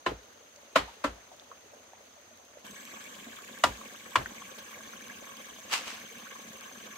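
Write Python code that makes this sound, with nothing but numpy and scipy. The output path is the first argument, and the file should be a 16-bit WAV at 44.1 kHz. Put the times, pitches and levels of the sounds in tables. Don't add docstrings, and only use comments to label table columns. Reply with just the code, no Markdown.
import sys
import numpy as np
from scipy import signal
from scipy.fft import rfft, irfft, next_fast_len
from scipy.io import wavfile
from scipy.ndimage import uniform_filter1d, map_coordinates

SR = 44100
rng = np.random.default_rng(int(sys.argv[2]) if len(sys.argv) > 2 else 0)


def transcribe(u):
    v = np.clip(np.atleast_2d(u).T, -1, 1)
    q = np.round(v * 32767).astype(np.int16)
    wavfile.write(sys.argv[1], SR, q)


N = 307377

# [f/Hz, level per Hz/dB]
NEAR_HISS = [(25, -58), (62, -13), (100, -9.5), (160, -19), (220, -6.5), (380, -10), (560, -2.5),
             (850, -8.5), (1300, -8.5), (2000, -11.5), (4000, -16), (7500, -22.5), (9500, -28),
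             (15500, -28)]
# [f/Hz, level per Hz/dB]
FAR_HISS = [(25, -62), (45, -45), (70, -12), (150, -14), (220, -6.5), (350, -10.5), (800, -11.5),
            (1500, -16), (3200, -8), (4700, -21), (7000, -15), (9000, -22), (11200, -27), (13000, -18.5),
            (15500, -24)]
# [f/Hz, width/Hz, level/dB]
FAR_HISS_HUMPS = [(222, 61, 9), (526, 136, 8), (1110, 170, 13), (1626, 396, 13.5), (2260, 260, 8)]
# [f/Hz, likeness 0..1]
AIR_LIKENESS = [(100, 0.87), (290, 0.96), (640, 0.13), (1400, 0), (15000, 0)]
# [f/Hz, share of full depth]
FLUTTER_DEPTH = [(100, 0.25), (250, 0.62), (3000, 0.8), (9000, 0.68)]
# [f/Hz, level per Hz/dB]
RUSTLE_COLOUR = [(150, -29), (500, -4.0), (1600, -19.0), (3500, -10), (8000, -22.5)]
# [f/Hz, level per Hz/dB]
TICK_COLOUR = [(800, -33), (3000, 9.0), (15000, -1.0)]
# [f/Hz, likeness 0..1]
KNOCK_LIKENESS = [(100, 0.99), (300, 0.82), (700, 0.068), (1400, 0.01), (3000, 0.28), (7000, 0.069)]
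# [t/s, clack level/dB, hollow level/dB, crack level/dB, snap level/dB,
# wall thump level/dB, wall rattle level/dB, hollow f/Hz, rise/s, pole number]
BLOWS = [(0.0612, -26.5, -34.5, -30.5, -47, -45, -41, 360, 0.0053, 3),
         (0.7568, -18, -32.5, -22.5, -34.5, -47.5, -43, 283, 0.0054, 0),
         (1.0401, -26, -33, -32.5, -43, -47, -54, 284, 0.0062, 4),
         (3.6367, -21, -38, -24.5, -32, -44.5, -39, 292.5, .0005, 1),
         (4.1556, -22.5, -47, -27.5, -40.5, -49.5, -38, 290, 0.00037, 2)]
# [f/Hz, relative level/dB, t60/s]
POLE_MODES = [
    [(473, -8, 0.04), (546, 4, 0.037), (608, 2, 0.046), (660, -7, 0.059), (804, -22, .1), (990, -7, 0.087),
     (1045, -6, 0.11), (1290, -5, 0.058), (1440, -9.5, 0.045), (1703, -12, 0.067), (1960, -22, .12),
     (2190, -31, 0.073), (2540, -10, 0.06), (2540, -16, 0.1), (3050, -26, 0.12), (3900, -19, 0.11),
     (5040, -20, 0.11)],
    [(606, -4.5, 0.049), (658, -15, 0.12), (705, 0.5, 0.043), (883, -4, 0.079), (970, 0, 0.12),
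     (1046, -5, 0.086), (1203, 0, 0.077), (1370, 1.5, 0.058), (1580, -21, 0.052), (1740, -6.5, 0.034),
     (1955, -3.5, 0.054), (2590, -11, 0.071), (2884, -5, 0.049), (3020, -23, 0.042), (3370, -10.5, 0.064),
     (3750, -6, 0.037), (4720, -33, 0.09), (5070, -10.5, 0.057), (6370, -20, .05)],
    [(622, -13, 0.12), (720, -33, 0.059), (1020, 8.5, 0.031), (1092, 4.5, 0.054), (1376, 0, 0.033),
     (1590, -2, 0.03), (1897, -1.5, 0.028), (2335, -2, 0.044), (2570, -9, 0.057), (2880, -7.5, 0.068),
     (3370, -6, 0.033), (4400, -15, 0.051)],
    [(428, -6.5, 0.078), (530, -5, 0.039), (630, -7.5, 0.044), (823, -15, 0.11), (1030, 1, 0.083),
     (1310, -10, 0.073), (1570, -9, 0.059), (1774, 2.5, 0.031), (2696, -5, 0.053), (2990, -9.5, 0.067),
     (3960, -18, 0.12)],
    [(554, -9.5, 0.15), (616, -7, 0.13), (1007, 3.5, 0.035), (1113, -6.5, 0.1), (1344, -6, 0.11),
     (1560, -11, 0.097), (1780, -13, 0.1), (2050, -10.5, 0.092), (2560, -10, 0.063)],
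]
# [f/Hz, level per Hz/dB]
CLATTER_COLOUR = [(100, -6), (300, -5.5), (600, -4.5), (1200, 0), (1700, -5.5), (3000, -8), (5000, -15.5),
                  (7500, -15), (10000, -26), (15500, -30)]
# [f/Hz, t60/s]
SHELTER_DECAY = [(200, 0.31), (1000, 0.21), (3000, 0.18), (10000, 0.18)]
# [f/Hz, level per Hz/dB]
TREE_COLOUR = [(200, -26), (1000, -2), (4000, -5), (15000, -27)]
REGISTER_EDGES = (190, 450, 1600, 4500, 15800)
# [f/Hz, relative level/dB]
WALL_SWAY = [(56, 8), (90, -2.5), (135, -21), (178, -7), (215, -18)]
# [f/Hz, level per Hz/dB]
RATTLE_COLOUR = [(25, -32), (55, 4.5), (120, -1), (180, -5.5), (300, -2.5), (450, -6.5), (800, -7), (2000, -40)]
# [t/s,
# level/dB (the first 10 ms sit 2 dB lower), f/Hz, t60/s]
CLEAR_TAPS = [(0.117, -34.5, 446, 0.053), (.56, -53, 5950, 0.011), (0.879, -46.5, 922, 0.11),
              (1.315, -47.5, 745, 0.054), (1.397, -50, 3560, 0.0085), (1.514, -43, 1100, 0.063),
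              (1.731, -48, 595, 0.1), (1.933, -48, 757, 0.031), (2.571, -47.5, 557, 0.032),
              (3.387, -45.5, 1260, 0.021), (3.812, -44, 1134, 0.058), (4.259, -34, 1556, 0.027),
              (4.934, -45, 1410, .04), (5.225, -45, 554, 0.029), (6.268, -43.5, 1496, 0.066)]
# [start t/s, end t/s, level/dB]
CRICKET_BOUTS = [(2.639, 3.166, -56.5), (4.199, 7.1, -55)]
# [start t/s, end t/s]
TRILL_BOUTS = [(2.65, 3.32), (3.42, 4.7), (3.98, 4.2)]
# [peak t/s, level/dB, rise/s, fall/s]
SLIDE_STROKES = [(5.738, -23, 0.012, 0.019), (5.775, -39, 0.038, 0.081), (5.877, -39, 0.011, 0.07)]
# [f/Hz, level per Hz/dB]
SCRAPE_COLOUR = [(120, -37), (250, -26.5), (600, -15), (800, -10), (1150, -6), (1600, -9.5), (2800, -4),
                 (3500, -10), (4500, -11.5), (7500, -15), (10000, -24), (15500, -29)]
# [f/Hz, likeness 0..1]
SCRAPE_LIKENESS = [(300, 1.0), (1500, 0.23), (6000, 0)]

MOVE_S = 2.645
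NEAR_DB, FAR_DB = -57, -48
SWELL_AT_S, SWELL_WIDTH_S, SWELL_DB = 1.1, 0.37, 1.5
BLIPS_PER_S, BLIP_DB, BLIP_SCATTER_DB = 7, -55.5, 2
BLIP_HZ, BLIP_SCATTER_OCTAVES, BLIP_T60_S = 571, 0.192, .09
CHORUS_DB, CHORUS_GROWS_DB_PER_S = -62, 0.74
LEAD_S = .02
HOLLOW_DB, HOLLOW_PEAK_S = -7.5, 0.011
CHIRPS_PER_S, CRICKET_ATTACK_S, CRICKET_RELEASE_S = 21.14, 0.034, 0.025
CICADA_HZ, CICADA_SAG_HZ_PER_S, CICADA_DB = 7820, 1100, -60
CICADA_END_S, CICADA_ATTACK_S, CICADA_RELEASE_S = 4.33, 0.025, 0.37
TRILL_HZ, TRILL_DB, TRILL_FADE_S = 7940, -68, 0.037
TOP_HZ = 15750


def amp(db):
    return 10 ** (np.asarray(db) / 20)


def unit(x):
    return x / np.sqrt(np.mean(x ** 2) + 1e-20)


def along(points, hz):
    f, v = np.transpose(points)
    return np.interp(np.log(hz + 1), np.log(f + 1), v)


def wobble(rate):
    knots = rng.standard_normal(int(N * rate / SR) + 4)
    return map_coordinates(knots, [np.arange(N) * rate / SR])


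def filtered(x, response):
    m = next_fast_len(x.shape[-1] + 8192)
    spectrum = rfft(x, m) * response(np.fft.rfftfreq(m, 1 / SR))
    return irfft(spectrum, m)[..., :x.shape[-1]]


def noise(colour, alike, size):
    def mid_side_response(hz):
        angle = np.arccos(np.clip(along(alike, hz), -1, 1)) / 2
        return amp(colour(hz)) * np.array([np.cos(angle), np.sin(angle)])
    mid, side = filtered(rng.standard_normal((2, size)), mid_side_response)
    return unit(np.array([mid + side, mid - side]))


def coloured(points, alike, size):
    return noise(lambda hz: along(points, hz), alike, size)


def narrow(hz, width_hz):
    slow = filtered(rng.standard_normal((2, 2, N)), lambda f: 1 / (1 + (f / width_hz) ** 2))
    phase = 2 * np.pi * np.cumsum(hz * np.ones(N)) / SR
    return unit(slow[0] * np.cos(phase) + slow[1] * np.sin(phase))


def held(start, end, attack, release):
    t = np.arange(N) / SR
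    return np.clip(np.minimum((t - start) / attack, (end - t) / release), 0, 1)


def add(track, s, sound):
    part = track[:, max(round(s * SR), 0):][:, :sound.shape[1]]
    part += sound[:, :part.shape[1]]


def ring(modes, t, spread):
    out = np.zeros((2, len(t)))
    for hz, db, t60 in modes:
        size, phase, skew = rng.standard_normal(3)
        apart = (spread * skew + 0.093) * hz / 1000 * np.array([[.5], [-.5]])
        decay = amp(db + 0.31 * size - 60 * t / t60)
        out += decay * np.sin(2 * np.pi * hz * t + np.pi * phase + apart)
    return out


def tap(db, pitch_hz, t60, scuff_db, width=0.23):
    t = np.arange(SR // 4) / SR
    scuff = noise(lambda hz: -10 * np.log10(1 + (np.log((hz + 1) / pitch_hz) / width) ** 4),
                  KNOCK_LIKENESS, len(t))
    body = ring([(pitch_hz, 3, t60)], t, spread=0.61) + scuff * amp(scuff_db - 60 * t / t60)
    sound = body * (1 - np.exp(-t / 0.0009))
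    return amp(db - 2) * sound / np.std(sound[:, :SR // 100])


def patchy(x, depth_db):
    hz, _, z = signal.stft(x, SR, nperseg=256)
    field = rng.standard_normal(z.shape[1:])
    field = uniform_filter1d(field, size=4, axis=0)
    field = unit(uniform_filter1d(field, size=4, axis=1))
    depth = depth_db * along(FLUTTER_DEPTH, hz)[:, None]
    return unit(signal.istft(z * amp(depth * field), SR, nperseg=256)[1][:, :N])


def far_colour(hz):
    humps = sum(db / (1 + (2 * (hz - centre) / width) ** 2) for centre, width, db in FAR_HISS_HUMPS)
    return along(FAR_HISS, hz) + humps


def forest():
    t = np.arange(N) / SR
    moved = np.clip((t - MOVE_S) / 0.011 + .5, 0, 1)
    swell_db = SWELL_DB * np.exp(-((t - SWELL_AT_S) / SWELL_WIDTH_S) ** 2)
    near_hiss = patchy(coloured(NEAR_HISS, AIR_LIKENESS, N), depth_db=3.0)
    first = amp(NEAR_DB + swell_db) * near_hiss
    far_hiss = patchy(noise(far_colour, AIR_LIKENESS, N), depth_db=5.5)
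    second = amp(FAR_DB + 0.42 * wobble(17)) * far_hiss
    rustle = unit(amp(5.1 * wobble(70)) * coloured(RUSTLE_COLOUR, AIR_LIKENESS, N))
    tick_gain = amp(10 * np.tanh(wobble(700) - 1.8))
    ticks = unit(tick_gain * coloured(TICK_COLOUR, AIR_LIKENESS, N))
    leaves = amp(-70) * rustle + amp(-68.5) * ticks
    return (1 - moved) * first + moved * second + amp(10.0 * moved) * leaves


def blips():
    out = np.zeros((2, N))
    for k, (late, size, pitch) in enumerate(rng.standard_normal(size=(80, 3))):
        s = abs(k + .5 * late) / BLIPS_PER_S
        db = BLIP_DB + BLIP_SCATTER_DB * size
        pitch_hz = BLIP_HZ * 2 ** (BLIP_SCATTER_OCTAVES * pitch)
        add(out, s, tap(db, pitch_hz, BLIP_T60_S, scuff_db=-8.5))
    return out


def chorus():
    since = np.maximum(np.arange(N) / SR - MOVE_S, 0)
    return amp(CHORUS_DB + CHORUS_GROWS_DB_PER_S * since) * narrow(6327, width_hz=255)


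def hollow_ring(pitch_hz, t):
    swell = (t / HOLLOW_PEAK_S * np.exp(1 - t / HOLLOW_PEAK_S)) ** 1.25
    return amp(HOLLOW_DB) * swell * np.sin(2 * np.pi * (pitch_hz * t + rng.random()))


def pole_chatter(since, t):
    brush = amp(-14) * np.exp(-abs(since) / 0.0033)
    crack = amp(-1.0 - 60 * t / 0.004)
    buzz = amp(-5 - 60 * t / 0.13)
    strike = (crack + buzz) * (1 - np.exp(-t / 0.00028))
    return (brush + strike) * coloured(CLATTER_COLOUR, KNOCK_LIKENESS, len(t))


def shelter_tail(t):
    hz, when, z = signal.stft(coloured(CLATTER_COLOUR, KNOCK_LIKENESS, len(t)), SR, nperseg=256)
    decay = amp(-60 * (when - LEAD_S) / along(SHELTER_DECAY, hz)[:, None])
    return signal.istft(z * decay, SR, nperseg=256)[1][:, :len(t)]


def tree_echo(t):
    return coloured(TREE_COLOUR, AIR_LIKENESS, len(t)) * amp(-28.0 - 60 * t / 0.78)


def blow(levels_db, hollow_hz, pole):
    since = np.arange(SR // 2) / SR - LEAD_S
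    t = np.maximum(since, 0)
    modes = ring(POLE_MODES[int(round(pole))], t, spread=0.12) * (1 - np.exp(-t / 0.0019))
    modes = modes + hollow_ring(hollow_hz, t)
    seating = 1 + 1.0 * np.exp(-((t - .0045) / 0.0043) ** 2)
    direct = seating * (modes + pole_chatter(since, t))
    answer = (amp(-6) * shelter_tail(t) + tree_echo(t)) * (1 - np.exp(-t / 0.0018))
    sound = direct + answer
    out = np.zeros_like(sound)
    for lo, hi, db in zip(REGISTER_EDGES, REGISTER_EDGES[1:], levels_db):
        band = signal.butter(3, (lo, hi), "band", fs=SR, output="sos")
        part = signal.sosfilt(band, sound)
        out += amp(db) * part / np.std(part[:, abs(since - .014) < .019])
    return out


def wall_shake(thump_db, rattle_db, thump_s=0.061, rattle_s=0.033):
    t = np.arange(SR // 2) / SR
    swell = lambda peak_s: (t / peak_s * np.exp(1 - t / peak_s)) ** 2
    sway = unit(sum(amp(db) * np.sin(2 * np.pi * (hz * t + rng.random())) for hz, db in WALL_SWAY))
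    thump = amp(thump_db) * sway * swell(thump_s) ** 2
    rattle = coloured(RATTLE_COLOUR, KNOCK_LIKENESS, len(t))
    return thump + amp(rattle_db) * rattle * swell(rattle_s)


def knocks():
    out = np.zeros((2, N))
    since = np.maximum(np.arange(SR // 2) / SR - LEAD_S, 0)
    for s, clack_db, hollow_db, crack_db, snap_db, thump_db, rattle_db, hollow_hz, rise, pole in BLOWS:
        load = 1 - 0.64 * np.exp(-(since / rise) ** 2)
        levels_db = (hollow_db, clack_db, crack_db, snap_db)
        add(out, s - LEAD_S, load * blow(levels_db, hollow_hz, pole))
        add(out, s, wall_shake(thump_db, rattle_db))
    return out * amp([[.3], [-.3]])


def taps():
    out = np.zeros((2, N))
    for s, db, pitch_hz, t60 in CLEAR_TAPS:
        add(out, s, tap(db, pitch_hz, t60, scuff_db=2))
    return out


def cricket(wing_hz=6245, sag_hz=45, smear=1.14):
    t, out = np.arange(N) / SR, np.zeros((2, N))
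    for start, end, db in CRICKET_BOUTS:
        beat = 2 * np.pi * ((t - start) * CHIRPS_PER_S + 0.047 * wobble(5.1))
        chirps = unit((.5 - .5 * np.cos(beat)) ** 2 * amp(0.45 * wobble(12)))
        pitch_hz = wing_hz + sag_hz * np.sin(beat)
        foliage = smear * np.array([wobble(70), wobble(70)])
        phase = 2 * np.pi * np.cumsum(pitch_hz) / SR + foliage
        bout = held(start, end, CRICKET_ATTACK_S, CRICKET_RELEASE_S)
        out += amp(db) * bout * chirps * np.sin(phase)
    return out


def cicada():
    since = np.maximum(np.arange(N) / SR - MOVE_S, 0)
    effort = held(MOVE_S, CICADA_END_S, CICADA_ATTACK_S, CICADA_RELEASE_S)
    return amp(CICADA_DB) * effort * narrow(CICADA_HZ - CICADA_SAG_HZ_PER_S * since, width_hz=250)


def trill():
    singing = sum(held(start, end, TRILL_FADE_S, TRILL_FADE_S) for start, end in TRILL_BOUTS)
    return amp(TRILL_DB) * singing * narrow(TRILL_HZ, width_hz=80)


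def scrape(grain_db=1.5, catch_db=1.4):
    t = np.arange(N) / SR
    push = sum(amp(db) * np.exp(-np.maximum((s - t) / rise, (t - s) / fall))
               for s, db, rise, fall in SLIDE_STROKES)
    slips = unit(amp(grain_db * wobble(1400) + catch_db * wobble(350)))
    return push * slips * coloured(SCRAPE_COLOUR, SCRAPE_LIKENESS, N)


def scene():
    background = forest() + blips() + chorus()
    work = knocks() + taps() + scrape()
    singers = cricket() + cicada() + trill()
    return background + work + singers


def record(dry):
    rounded = dry / (1 + np.abs(dry / .58) ** 6) ** (1 / 6)
    return filtered(rounded, lambda hz: 1 / (1 + (hz / TOP_HZ) ** 200))


dry = scene()
out = record(dry)
transcribe(out)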